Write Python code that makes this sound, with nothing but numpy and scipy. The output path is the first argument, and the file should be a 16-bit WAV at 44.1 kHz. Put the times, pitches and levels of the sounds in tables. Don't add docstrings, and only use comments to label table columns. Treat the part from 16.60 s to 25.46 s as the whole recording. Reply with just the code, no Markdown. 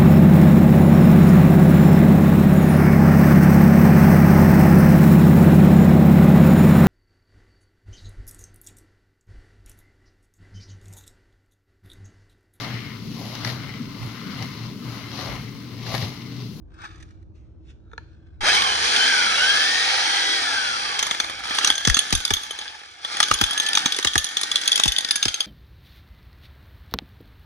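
import sys
import numpy as np
from scipy import signal
from scipy.fft import rfft, irfft, next_fast_len
from scipy.io import wavfile
from scipy.ndimage import map_coordinates

SR = 44100
rng = np.random.default_rng(int(sys.argv[2]) if len(sys.argv) > 2 else 0)


def store_wav(level_fs):
    pcm = np.round(np.clip(np.atleast_2d(level_fs), -1, 1) * 32767)
    wavfile.write(sys.argv[1], SR, pcm.T.astype(np.int16))


N = 390726
TIME = np.arange(N) / SR


def amp(db):
    return 10 ** (np.asarray(db) / 20)


def unit(x):
    return x / np.sqrt(np.mean(x ** 2) + 1e-20)


def along(points, hz):
    f, v = np.transpose(points)
    return np.interp(np.log(hz + 1), np.log(f + 1), v)


def curve(points):
    return np.interp(TIME, *np.transpose(points))


def wobble(rate):
    return map_coordinates(rng.standard_normal(int(N * rate / SR) + 4), [TIME * rate])


def filtered(x, response):
    n = x.shape[-1]
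    padded = next_fast_len(n + 8192)
    return irfft(rfft(x, padded) * response(np.fft.rfftfreq(padded, 1 / SR)), padded)[..., :n]


def coloured(x, spectrum, size=2048):
    cepstrum = irfft(np.log(amp(along(spectrum, np.fft.rfftfreq(size, 1 / SR))) + 1e-6))
    cepstrum[1:size // 2] *= 2
    cepstrum[size // 2 + 1:] = 0
    return signal.fftconvolve(x, irfft(np.exp(rfft(cepstrum))))[:len(x)]


def add(track, s, sound):
    part = track[round(s * SR):][:len(sound)]
    part += sound[:len(part)]


def chatter(t, rise, life):
    return rng.standard_normal(len(t)) * (1 - np.exp(-t / rise)) * np.exp(-t / life)


def bursts(kicks, life):
    return signal.lfilter([1], [1, -np.exp(-1 / (life * SR))], kicks) * rng.standard_normal(N)


def ring(modes, t, scatter_db, drift=.003):
    hz, db, t60 = np.transpose(modes)[:, :, None]
    strength, detune, phase = rng.standard_normal((3, len(hz), 1))
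    waves = np.sin(2 * np.pi * (hz * (1 + drift * detune) * t + phase))
    decays = amp(db + scatter_db * strength - 60 * t / t60)
    return unit(np.sum(decays * waves, axis=0) * (1 - np.exp(-t / 0.00036)))


def swells(strokes):
    return sum(amp(db) * np.exp(-np.maximum((s - TIME) / rise, (TIME - s) / fall))
               for s, db, rise, fall in strokes)


# t/s, level/dB (all table levels are relative)
RUMBLE_LEVEL = [(0, -45), (1.8, -47), (2.6, -53.5), (3.6, -58.5), (4.6, -54.5), (6.2, -66), (8.86, -68)]
# f/Hz, level/dB
RUMBLE_SPECTRUM = [(15, -45), (25, -23), (53, 0), (80, -1.5), (161, -16), (205, -22), (241, -20),
                   (284, -23.5), (323, -12), (368, -25.5), (1200, -47.5), (1560, -100), (2640, -120)]

def rumble():
    shared, left, right = [unit(coloured(rng.standard_normal(N), RUMBLE_SPECTRUM)) for _ in range(3)]
    return amp(curve(RUMBLE_LEVEL) - 1) * (shared + 0.75 * np.array([left, right]))


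# t/s, level/dB
TICKS = [(0.1402, -49.5), (0.1851, -54), (0.216, -38), (0.241, -41), (0.3253, -52), (0.3562, -46),
         (0.3796, -50), (0.4006, -44), (0.407, -45), (0.425, -38), (0.4879, -54), (0.5067, -49.5),
         (0.626, -58)]
# f/Hz, level/dB
TICK_SPECTRUM = [(500, -38), (950, -19), (1600, 8.5), (2300, 0), (4000, -3.5), (6200, -3), (7500, -13.5),
                 (10300, -18), (12500, -35)]

def shank_ticks():
    out, t = np.zeros(N), np.arange(SR // 8) / SR
    for s, db in TICKS:
        add(out, s, amp(db - 24) * unit(coloured(chatter(t, rise=0.002, life=0.004), TICK_SPECTRUM)))
    return out


# peak t/s, level/dB, rise/s, fall/s
SCRAPES = [(0.246, -42.5, 0.02, 0.016), (0.25, -48, 0.052, 0.11), (1.52, -70, 0.37, 0.75)]
# f/Hz, level/dB
SCRAPE_SPECTRUM = [(350, -46), (600, -25), (850, -14), (1050, -14), (1300, -1.5), (1650, -6.5), (2020, -18),
                   (2330, -13), (2730, -18), (3750, -16), (6500, -26.5), (10500, -45), (14000, -60)]

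def tile_scrapes():
    friction = amp(2.6 * wobble(150)) * rng.standard_normal(N)
    return swells(SCRAPES) * unit(coloured(friction, SCRAPE_SPECTRUM))


# peak t/s, level/dB, rise/s, fall/s
SLIDES = [(0.755, -70, 0.008, 0.1), (1.105, -58, 0.026, 0.014)]
# f/Hz, level/dB
PALM_SPECTRUM = [(600, -23), (1300, -1), (2400, 0), (3600, -3), (4600, -8), (6500, -9), (9000, -24),
                 (13000, -45)]

def palm_slides():
    return swells(SLIDES) * unit(coloured(rng.standard_normal(N), PALM_SPECTRUM))


# t/s, level/dB
CLINKS = [(1.315, -49), (1.333, -36.5), (1.379, -27)]
# f/Hz, level/dB, T60/s
HOLDER_MODES = [(446, -4, 0.04), (925, 1, 0.04), (1370, 7, 0.016), (1560, 6, 0.015), (1720, 5, 0.02),
                (2450, -7, .018), (3600, 1, 0.012), (4200, -2, 0.01), (6480, -20, 0.068)]

def holder_clinks():
    out, t = np.zeros(N), np.arange(SR // 8) / SR
    for s, db in CLINKS:
        tick = unit(coloured(chatter(t, rise=0.00022, life=0.00055), SCRAPE_SPECTRUM))
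        add(out, s, amp(db - 29) * tick + amp(db - 21) * ring(HOLDER_MODES, t, scatter_db=6))
    return out


# press t/s, release t/s, target tooth-mesh f/Hz
SQUEEZES = [(1.83, 1.99, 1766), (2.215, 2.485, 1960), (2.74, 3.735, 1982), (4.835, 5.49, 1870),
            (6.415, 7.6, 1880), (7.6, 8.44, 1940)]
SPIN_S, COAST_S = .3, .54
BRAKE_S, BRAKE_HOLD_S = .25, .02

def rotor():
    power = sum(hz ** 2 * ((TIME >= press) & (TIME < release)) for press, release, hz in SQUEEZES)
    braked = sum((TIME >= s) & (TIME < s + BRAKE_HOLD_S) for s, _ in THUMPS)
    loss_rate = np.where(power > 0, 1 / SPIN_S, 1 / COAST_S) + braked / BRAKE_S
    kept = np.exp(-np.cumsum(loss_rate) / SR)
    energy = kept * np.cumsum(power / kept) / (SPIN_S * SR)
    mesh_hz = np.sqrt(energy + 1)
    step = 1 / (0.0047 * SR)
    drive = signal.lfilter([step], [1, step - 1], power > 0)
    return mesh_hz, drive


# f/mesh frequency, coasting level/dB, gain under power/dB
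WHINE_PARTIALS = [(.166, -11, 0), (.414, -12, 3), (.828, -18.5, 4), (1, -2, 0.5), (1.053, -9.5, 0.5),
                  (2, -12.5, 9), (3, -6, 0.5), (4, -8.5, 1)]
# t/s, level/dB
WHINE_LEVEL = [(1.89, 5), (2.04, 2.5), (2.2, -4), (2.36, 1), (2.6, 3.5), (2.95, 0), (3.35, 0.5), (3.7, 2.5),
               (3.95, -1.5), (4.2, -2.5), (4.7, -12), (5.3, -11.5), (6.3, -25), (6.7, -15), (6.95, -6),
               (7.25, -5), (7.55, -11.5), (7.9, -7.5), (8.45, -9.5), (8.7, -19.5)]
# f/Hz, level/dB
GEARCASE = [(200, -45), (800, -39), (1050, -31), (1300, -30), (1520, -25.5), (1750, -27), (1950, -34.5),
            (2280, -27), (2750, -35), (3250, -21), (3650, -39), (4000, -40), (4900, -41), (5700, -39),
            (7000, -48)]

def gear_whine(mesh_phase, drive, load):
    partials = sum(amp(db + extra_db * drive + 2.5 * wobble(50)) * np.sin(k * mesh_phase)
                   for k, db, extra_db in WHINE_PARTIALS)
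    return filtered(partials * amp(curve(WHINE_LEVEL) + load), lambda hz: amp(along(GEARCASE, hz)))


def rush(gain_db, spectrum, apart):
    shared, own = [coloured(noise, spectrum) for noise in amp(gain_db) * rng.standard_normal((2, N))]
    return unit(np.array([shared + apart * own, shared - apart * own]))


# f/Hz, level/dB
CRACK_SPECTRUM = [(1350, -36.5), (2300, -9), (2660, -5), (3550, -1.5), (3980, -3), (5070, -4.5), (6460, -4),
                  (7340, -14), (10200, -15.5), (11700, -21.5), (12200, -59), (14800, -33), (15800, -25)]

def chisel_jiggle(rate, life, spread_db):
    kicks = (rng.random(N) < rate / SR) * amp(spread_db * rng.uniform(-0.13, 1, N))
    return unit(coloured(bursts(kicks, life), CRACK_SPECTRUM))


# f/Hz, bandwidth/Hz, level/dB
HOUSING_MODES = [(287, 268, -2.5), (873.5, 85, 5.5), (1200, 123, 9.5), (1770, 270, 7.5), (2164, 410, 0)]

def housing(hz):
    return sum((-1) ** k * amp(db) * 1j * hz * width / (centre ** 2 - hz ** 2 + 1j * hz * width)
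               for k, (centre, width, db) in enumerate(HOUSING_MODES))


def piston_clacks(crank, life, spread_db):
    reversals = np.flatnonzero(np.diff(np.floor(2 * crank + 0.12 * wobble(60))) > 0)
    kicks = np.zeros(N)
    kicks[reversals] = amp(spread_db * rng.uniform(-0.88, 1, len(reversals)))
    contacts = bursts(kicks, life)
    return unit(unit(filtered(contacts, housing)) + amp(-8.5) * unit(coloured(contacts, CRACK_SPECTRUM)))


# t/s, level/dB
RUN_LEVEL = [(1.81, 1.5), (1.87, 8.5), (2.02, 4), (2.24, 4), (2.35, 3.5), (2.55, 3.5), (3.3, 0), (4.3, -2),
             (4.8, -5.5), (4.95, -1), (5.08, 1), (5.17, -12), (5.35, -8), (5.8, -11.5), (6.05, -8.5),
             (6.35, -17.5), (6.55, -3.5), (6.72, -8.5), (7.2, -5), (7.52, -14), (8.13, -7.5), (8.4, -14),
             (8.86, -14)]
# f/Hz, level/dB
RATTLE_SPECTRUM = [(71, -59), (120, -19), (135, -58), (180, -31), (311, -17), (503, -12.5), (620, -18.5),
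                   (793, -4), (916, -3.5), (1040, -16), (1200, -4), (1400, -3.5), (1680, -0.5),
                   (1920, -8.5), (2250, -2), (2700, -11), (3510, -32), (5940, -120)]
# f/Hz, level/dB
HISS_SPECTRUM = [(1410, -28), (2350, -13), (2830, -10), (3200, 4.5), (3380, 2.5), (3680, -5.5), (3990, 0),
                 (4250, -4.5), (4600, 1.5), (4950, -4.5), (5500, -3), (6700, -13), (7150, -12), (7600, -25),
                 (8700, -17.5), (9080, -10), (9700, -23.5), (10400, -23.5), (11600, -38), (14800, -40.5),
                 (15400, -67), (15800, -106)]
TEETH_PER_STROKE, TEETH_PER_SHAFT_TURN, FULL_HZ = 38.5, 6, 2000
SWITCH_S, PUSH_IN_S = 1.806, (4.4, 4.7)

def motor(mesh_hz, drive):
    slack = np.clip(FULL_HZ / mesh_hz - 1, 0, 1)
    teeth = np.cumsum(mesh_hz * (1 + (.0025 + .012 * slack) * wobble(220))) / SR
    crank, shaft = teeth / TEETH_PER_STROKE, teeth / TEETH_PER_SHAFT_TURN
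    load = np.cos(2 * np.pi * crank) + 0.14 * np.cos(4 * np.pi * crank)
    mesh_phase = 2 * np.pi * teeth + (.15 + .9 * slack) * np.sin(2 * np.pi * crank)
    whine = gear_whine(mesh_phase, drive, load)
    octaves = np.log2(np.maximum(mesh_hz, 400) / FULL_HZ)
    pull = drive * np.clip(1 - mesh_hz / FULL_HZ, 0, 1)
    rattle_db = curve(RUN_LEVEL) - 25 + 3.5 * octaves + 0.5 * pull
    hiss_db = curve(RUN_LEVEL) - 23.5 + 5.5 * octaves + 4.5 * pull
    lash_db = (0.16 + 0.48 * slack) * load + 1.3 * np.cos(2 * np.pi * shaft)
    lash_db += 0.59 * wobble(90) + 1.5 * wobble(900)
    pushed_in = np.interp(TIME, PUSH_IN_S, [.3, 1])
    rattle = amp(rattle_db - 2.15 - 3.5 * pushed_in) * rush(lash_db, RATTLE_SPECTRUM, apart=0.38)
    hiss = amp(hiss_db - 4.8 * pushed_in) * rush(0.41 * lash_db, HISS_SPECTRUM, apart=0.46)
    jiggle = amp(hiss_db - 13) * pushed_in * chisel_jiggle(rate=70, life=0.005, spread_db=-2)
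    clacks = amp(rattle_db - 11) * pushed_in * piston_clacks(crank, life=0.0023, spread_db=4.5)
    switched_on = np.clip((TIME - SWITCH_S) / .003, 0, 1)
    return switched_on * (whine + rattle + hiss + jiggle + clacks)


# t/s, then level/dB of crack, low ring, top ring, housing knock
BLOWS = [(1.8842, -40, -35, -52, -35), (1.9492, -38, -36, -47, -40), (2.0205, -39, -34, -48, -33),
         (2.3625, -38, -31, -49, -35), (4.3906, -33.5, -48, -40, -32), (4.4267, -37, -38, -31.5, -29.5),
         (4.4664, -42, -50, -42.5, -33), (4.51, -36.5, -34.5, -45, -27.5), (4.5458, -49, -47, -52, -35),
         (4.5999, -34, -35, -33, -28.5), (4.6433, -50, -46, -52, -38), (4.697, -55, -47, -54, -38),
         (4.8531, -56, -52, -57, -41), (4.9074, -58, -39, -58.5, -32.5), (4.948, -50, -40, -42, -38),
         (4.9852, -34, -38, -36.5, -28), (5.046, -29, -32, -25.5, -29.5), (5.074, -28.5, -44, -34, -35),
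         (5.1013, -40, -25.5, -29, -26), (5.154, -45, -45, -33.5, -44), (5.179, -42, -40, -36, -39),
         (5.2069, -60, -45, -46, -40), (5.25, -35, -32, -30.5, -33), (5.273, -29, -37, -31, -25.5),
         (5.2983, -31.5, -34, -45, -24), (5.344, -42.0, -28.5, -25, -38), (5.3678, -31.5, -37, -37, -27.5),
         (5.39, -36, -28.5, -27, -42), (5.5049, -45, -40.5, -43, -39), (5.5253, -28.5, -33, -40, -29.5),
         (5.551, -37, -30.5, -28.5, -40), (5.575, -47, -56, -47, -45), (5.602, -50, -47.0, -46, -47),
         (5.6513, -37.5, -31, -32, -41.0), (5.678, -48, -40, -44, -46), (5.705, -34, -33, -44, -27),
         (5.7366, -38, -29.5, -30.5, -40.5), (5.7673, -56, -37, -43, -43), (5.834, -50, -47, -43, -49),
         (5.8649, -52, -55.5, -59, -50), (5.908, -54, -41, -42, -40.5), (5.9885, -53, -43.5, -44.5, -43),
         (6.014, -57.0, -43, -58, -47), (6.079, -68, -44, -63, -57), (6.448, -47.5, -37.5, -51, -37),
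         (6.5688, -48, -43, -39, -36), (6.602, -28, -32, -32, -20), (6.6286, -31, -29.5, -29, -28.5),
         (6.684, -57, -40, -38, -41), (6.712, -30.5, -33, -33, -19), (6.739, -34, -34, -28.5, -41),
         (6.7883, -57, -38.0, -43, -42), (6.812, -29, -31, -35, -23), (6.838, -36, -29.5, -36.5, -34),
         (6.9086, -46, -40, -39, -35.5), (6.932, -46, -42, -43, -42), (6.9768, -37, -35.5, -32, -41),
         (6.999, -38, -31.5, -32.5, -35), (7.0634, -39, -38, -36, -52), (7.087, -46, -35, -35, -50),
         (7.132, -37, -35, -41.5, -46), (7.1516, -31.5, -31.5, -30, -34), (7.1725, -29, -34.5, -44, -24.5),
         (7.2581, -31.5, -30.5, -32, -29), (7.322, -34.5, -31, -40, -44), (7.3455, -42.5, -37, -51, -50),
         (7.364, -41, -42, -38, -42), (7.3866, -35, -48, -42, -30.5), (7.427, -46, -37, -40, -52),
         (7.4469, -29.5, -50, -46, -25.5), (7.471, -34.5, -26, -36, -34), (7.534, -44, -39, -41, -56),
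         (7.555, -32.5, -45, -49, -22), (7.579, -31.5, -31.5, -26, -39), (7.6434, -37.5, -46, -34, -43),
         (7.666, -54, -43, -44.5, -60), (7.6878, -54.5, -46, -43, -57), (7.7694, -36.5, -31.5, -30.5, -37),
         (7.8126, -40, -45, -33.5, -38.5), (7.8331, -34.5, -36.5, -34.5, -37),
         (7.9156, -38.5, -31, -35, -38), (7.9573, -32.5, -29, -32.5, -38.5), (8.0138, -42, -47, -44, -58),
         (8.0355, -45.0, -47.5, -54, -60), (8.057, -44, -40, -45, -61), (8.077, -31, -28.5, -26.5, -44),
         (8.1178, -35, -25.5, -29, -44), (8.157, -37, -30, -30, -54), (8.176, -34, -42, -45, -36),
         (8.1974, -32, -34, -47, -26.5), (8.2355, -29.5, -26.5, -35, -37), (8.256, -33, -38, -45, -31),
         (8.279, -33.5, -28.5, -32.5, -39), (8.3201, -40, -34.5, -34.5, -57),
         (8.3632, -46, -33.5, -41, -53), (8.3841, -37.5, -30, -33.5, -38), (8.4073, -48.0, -42, -41, -46),
         (8.4474, -37.5, -33.5, -54, -37.5), (8.4876, -45, -38.5, -46, -44.0),
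         (8.509, -32, -26.5, -33, -34.5), (8.5569, -34, -34, -30, -35), (8.6276, -32, -29, -32, -35.5),
         (8.6541, -33.5, -31.5, -49, -32), (8.6819, -37, -31, -36.5, -35), (8.742, -40.5, -34.5, -35, -44),
         (8.8052, -42, -26.5, -34, -39)]
# f/Hz, level/dB, T60/s
CHISEL_MODES = [(3180, -4, 0.026), (3282, -0.5, 0.022), (3420, 0, 0.031), (3522, -4.5, 0.024),
                (3617, 0.5, 0.013), (4280, -7, 0.0051), (4710, 3, 0.0083)]
# f/Hz, level/dB, T60/s
CHISEL_TOP_MODES = [(6332, 5.5, 0.046), (6555, 2, 0.023), (8620, -13, 0.0052), (9270, -7, 0.016),
                    (9965, -2.5, 0.031), (10000, -1, 0.026), (11280, -10.5, 0.034), (14480, -24.5, 0.052)]
REBOUND_LOSS_DB = 5

def striker():
    out, t = np.zeros(N), np.arange(SR // 11) / SR
    for s, crack_db, ring_db, top_db, knock_db in BLOWS:
        graze_s, flight_s, stretch = rng.uniform([.001, .006, .6], [.003, .012, 1.3])
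        contact = chatter(t, rise=0.0004, life=0.0034 * stretch)
        crack = amp(crack_db) * unit(coloured(contact, CRACK_SPECTRUM))
        jolt = chatter(t, rise=0.00021, life=0.0027 * stretch)
        knock = amp(knock_db - 6.5) * unit(filtered(jolt, housing))
        steel = amp(ring_db + 0.5) * ring(CHISEL_MODES, t, scatter_db=6, drift=0.011)
        top = amp(top_db - 5) * ring(CHISEL_TOP_MODES, t, scatter_db=6, drift=0.0032)
        add(out, s, crack + steel + top + knock)
        add(out, s - graze_s, amp(-13) * crack)
        for bounce in (1, 2):
            tick = amp(crack_db) * unit(coloured(chatter(t, rise=0.00014, life=0.0011), CRACK_SPECTRUM))
            clink = amp(ring_db) * ring(CHISEL_MODES, t, scatter_db=0, drift=0.015)
            rebound_db = -7.5 - REBOUND_LOSS_DB * bounce + rng.normal(0, 4.1)
            add(out, s + bounce * flight_s, amp(rebound_db) * (tick + clink))
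    return out


# t/s, level/dB
THUMPS = [(5.2721, -26.5), (5.5249, -30.5), (5.7054, -37), (6.711, -43), (6.814, -38.5), (7.4485, -48),
          (7.555, -41), (8.256, -36.5), (8.6541, -41)]
# f/Hz, level/dB
CLUNK_SPECTRUM = [(120, -23.5), (260, 1), (420, -1), (620, -12.5), (820, 5), (1100, -12.5), (2500, -47)]

def thumps():
    out, t = np.zeros((2, N)), np.arange(SR // 5) / SR
    hz = 38 + 1500 / (1 + t / 0.00065)
    angle = 2 * np.pi * np.cumsum(hz) / SR
    envelope = (1 - np.exp(-t / 0.0081)) * (np.exp(-t / .018) + .025 * np.exp(-t / .04))
    for s, thump_db in THUMPS:
        for port, port_db, lead in zip(out, (4.5, -4.5), (0, 1.3)):
            chirp = envelope * np.sin(angle + lead)
            noise = chatter(t, rise=0.0077, life=0.021)
            roughness = unit(filtered(noise, lambda f: f ** 2 / (1 + 1j * f / 55) ** 5))
            add(port, s, amp(thump_db + port_db) * (amp(19) * chirp + amp(-4) * roughness))
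            clunk = unit(coloured(chatter(t, rise=0.0011, life=0.0046), CLUNK_SPECTRUM))
            add(port, s + 0.00206, amp(-40.5) * clunk)
    return out


# f/Hz, phase/rad
PORT_PHASE = [(0, 5.5), (780, -1.31), (1640, -6), (3360, -4.5), (4220, -5), (5680, 0), (6630, 0.5),
              (7150, 4.5), (9220, 8), (12400, 3), (13300, 18), (14700, -10), (15400, 8), (16000, -26)]
# f/Hz, level/dB
PORT_BALANCE = [(60, 11), (110, 6), (200, -5.5), (380, 0), (700, -6.5), (1290, 0.5), (2380, -4), (4400, 5),
                (8120, -7.5), (15000, 3)]

def ports(x):
    half = lambda hz: amp(along(PORT_BALANCE, hz) / 2) * np.exp(.5j * along(PORT_PHASE, hz))
    return filtered(x, lambda hz: np.array([half(hz), 1 / half(hz)]))


# f/Hz, T60/s
ROOM_T60 = [(150, 0.15), (1500, 0.36), (5000, 0.62), (14000, 0.5)]

def room(x, early_db, late_db, size=16384):
    out, window = np.zeros((2, N + size)), signal.get_window("hann", size)
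    x = np.pad(x, (size // 2, size))
    for start in range(0, N, size // 2):
        hz, t, noise = signal.stft(rng.standard_normal((2, size)), SR, nperseg=256)
        decay = amp(-60 * t / along(ROOM_T60, hz)[:, None])
        late = signal.istft(noise * decay, SR, nperseg=256)[1][:, :size]
        early = np.array([chatter(np.arange(size) / SR, rise=0.00039, life=0.0021) for _ in out])
        paths = (amp(early_db) * unit(early) + amp(late_db) * unit(late)) / np.sqrt(size)
        block = x[start:start + size] * window
        for port, answer in zip(out, signal.fftconvolve([block], paths, axes=1)):
            add(port, start / SR, answer)
    return out[:, size // 2:][:, :N]


def scene():
    running = motor(*rotor())
    contacts = striker() + tile_scrapes() + palm_slides() + holder_clinks() + shank_ticks()
    direct = ports(amp(2.5) * running + amp(0.62) * contacts)
    scattered = room(running.mean(axis=0), early_db=-4.5, late_db=-8)
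    scattered += room(contacts, early_db=0, late_db=-7.5)
    return direct + scattered + thumps() + rumble()


def record(dry):
    return filtered(np.clip(dry, -.9, .9), lambda hz: hz < 15700)


dry = scene()
out = record(dry)
store_wav(out)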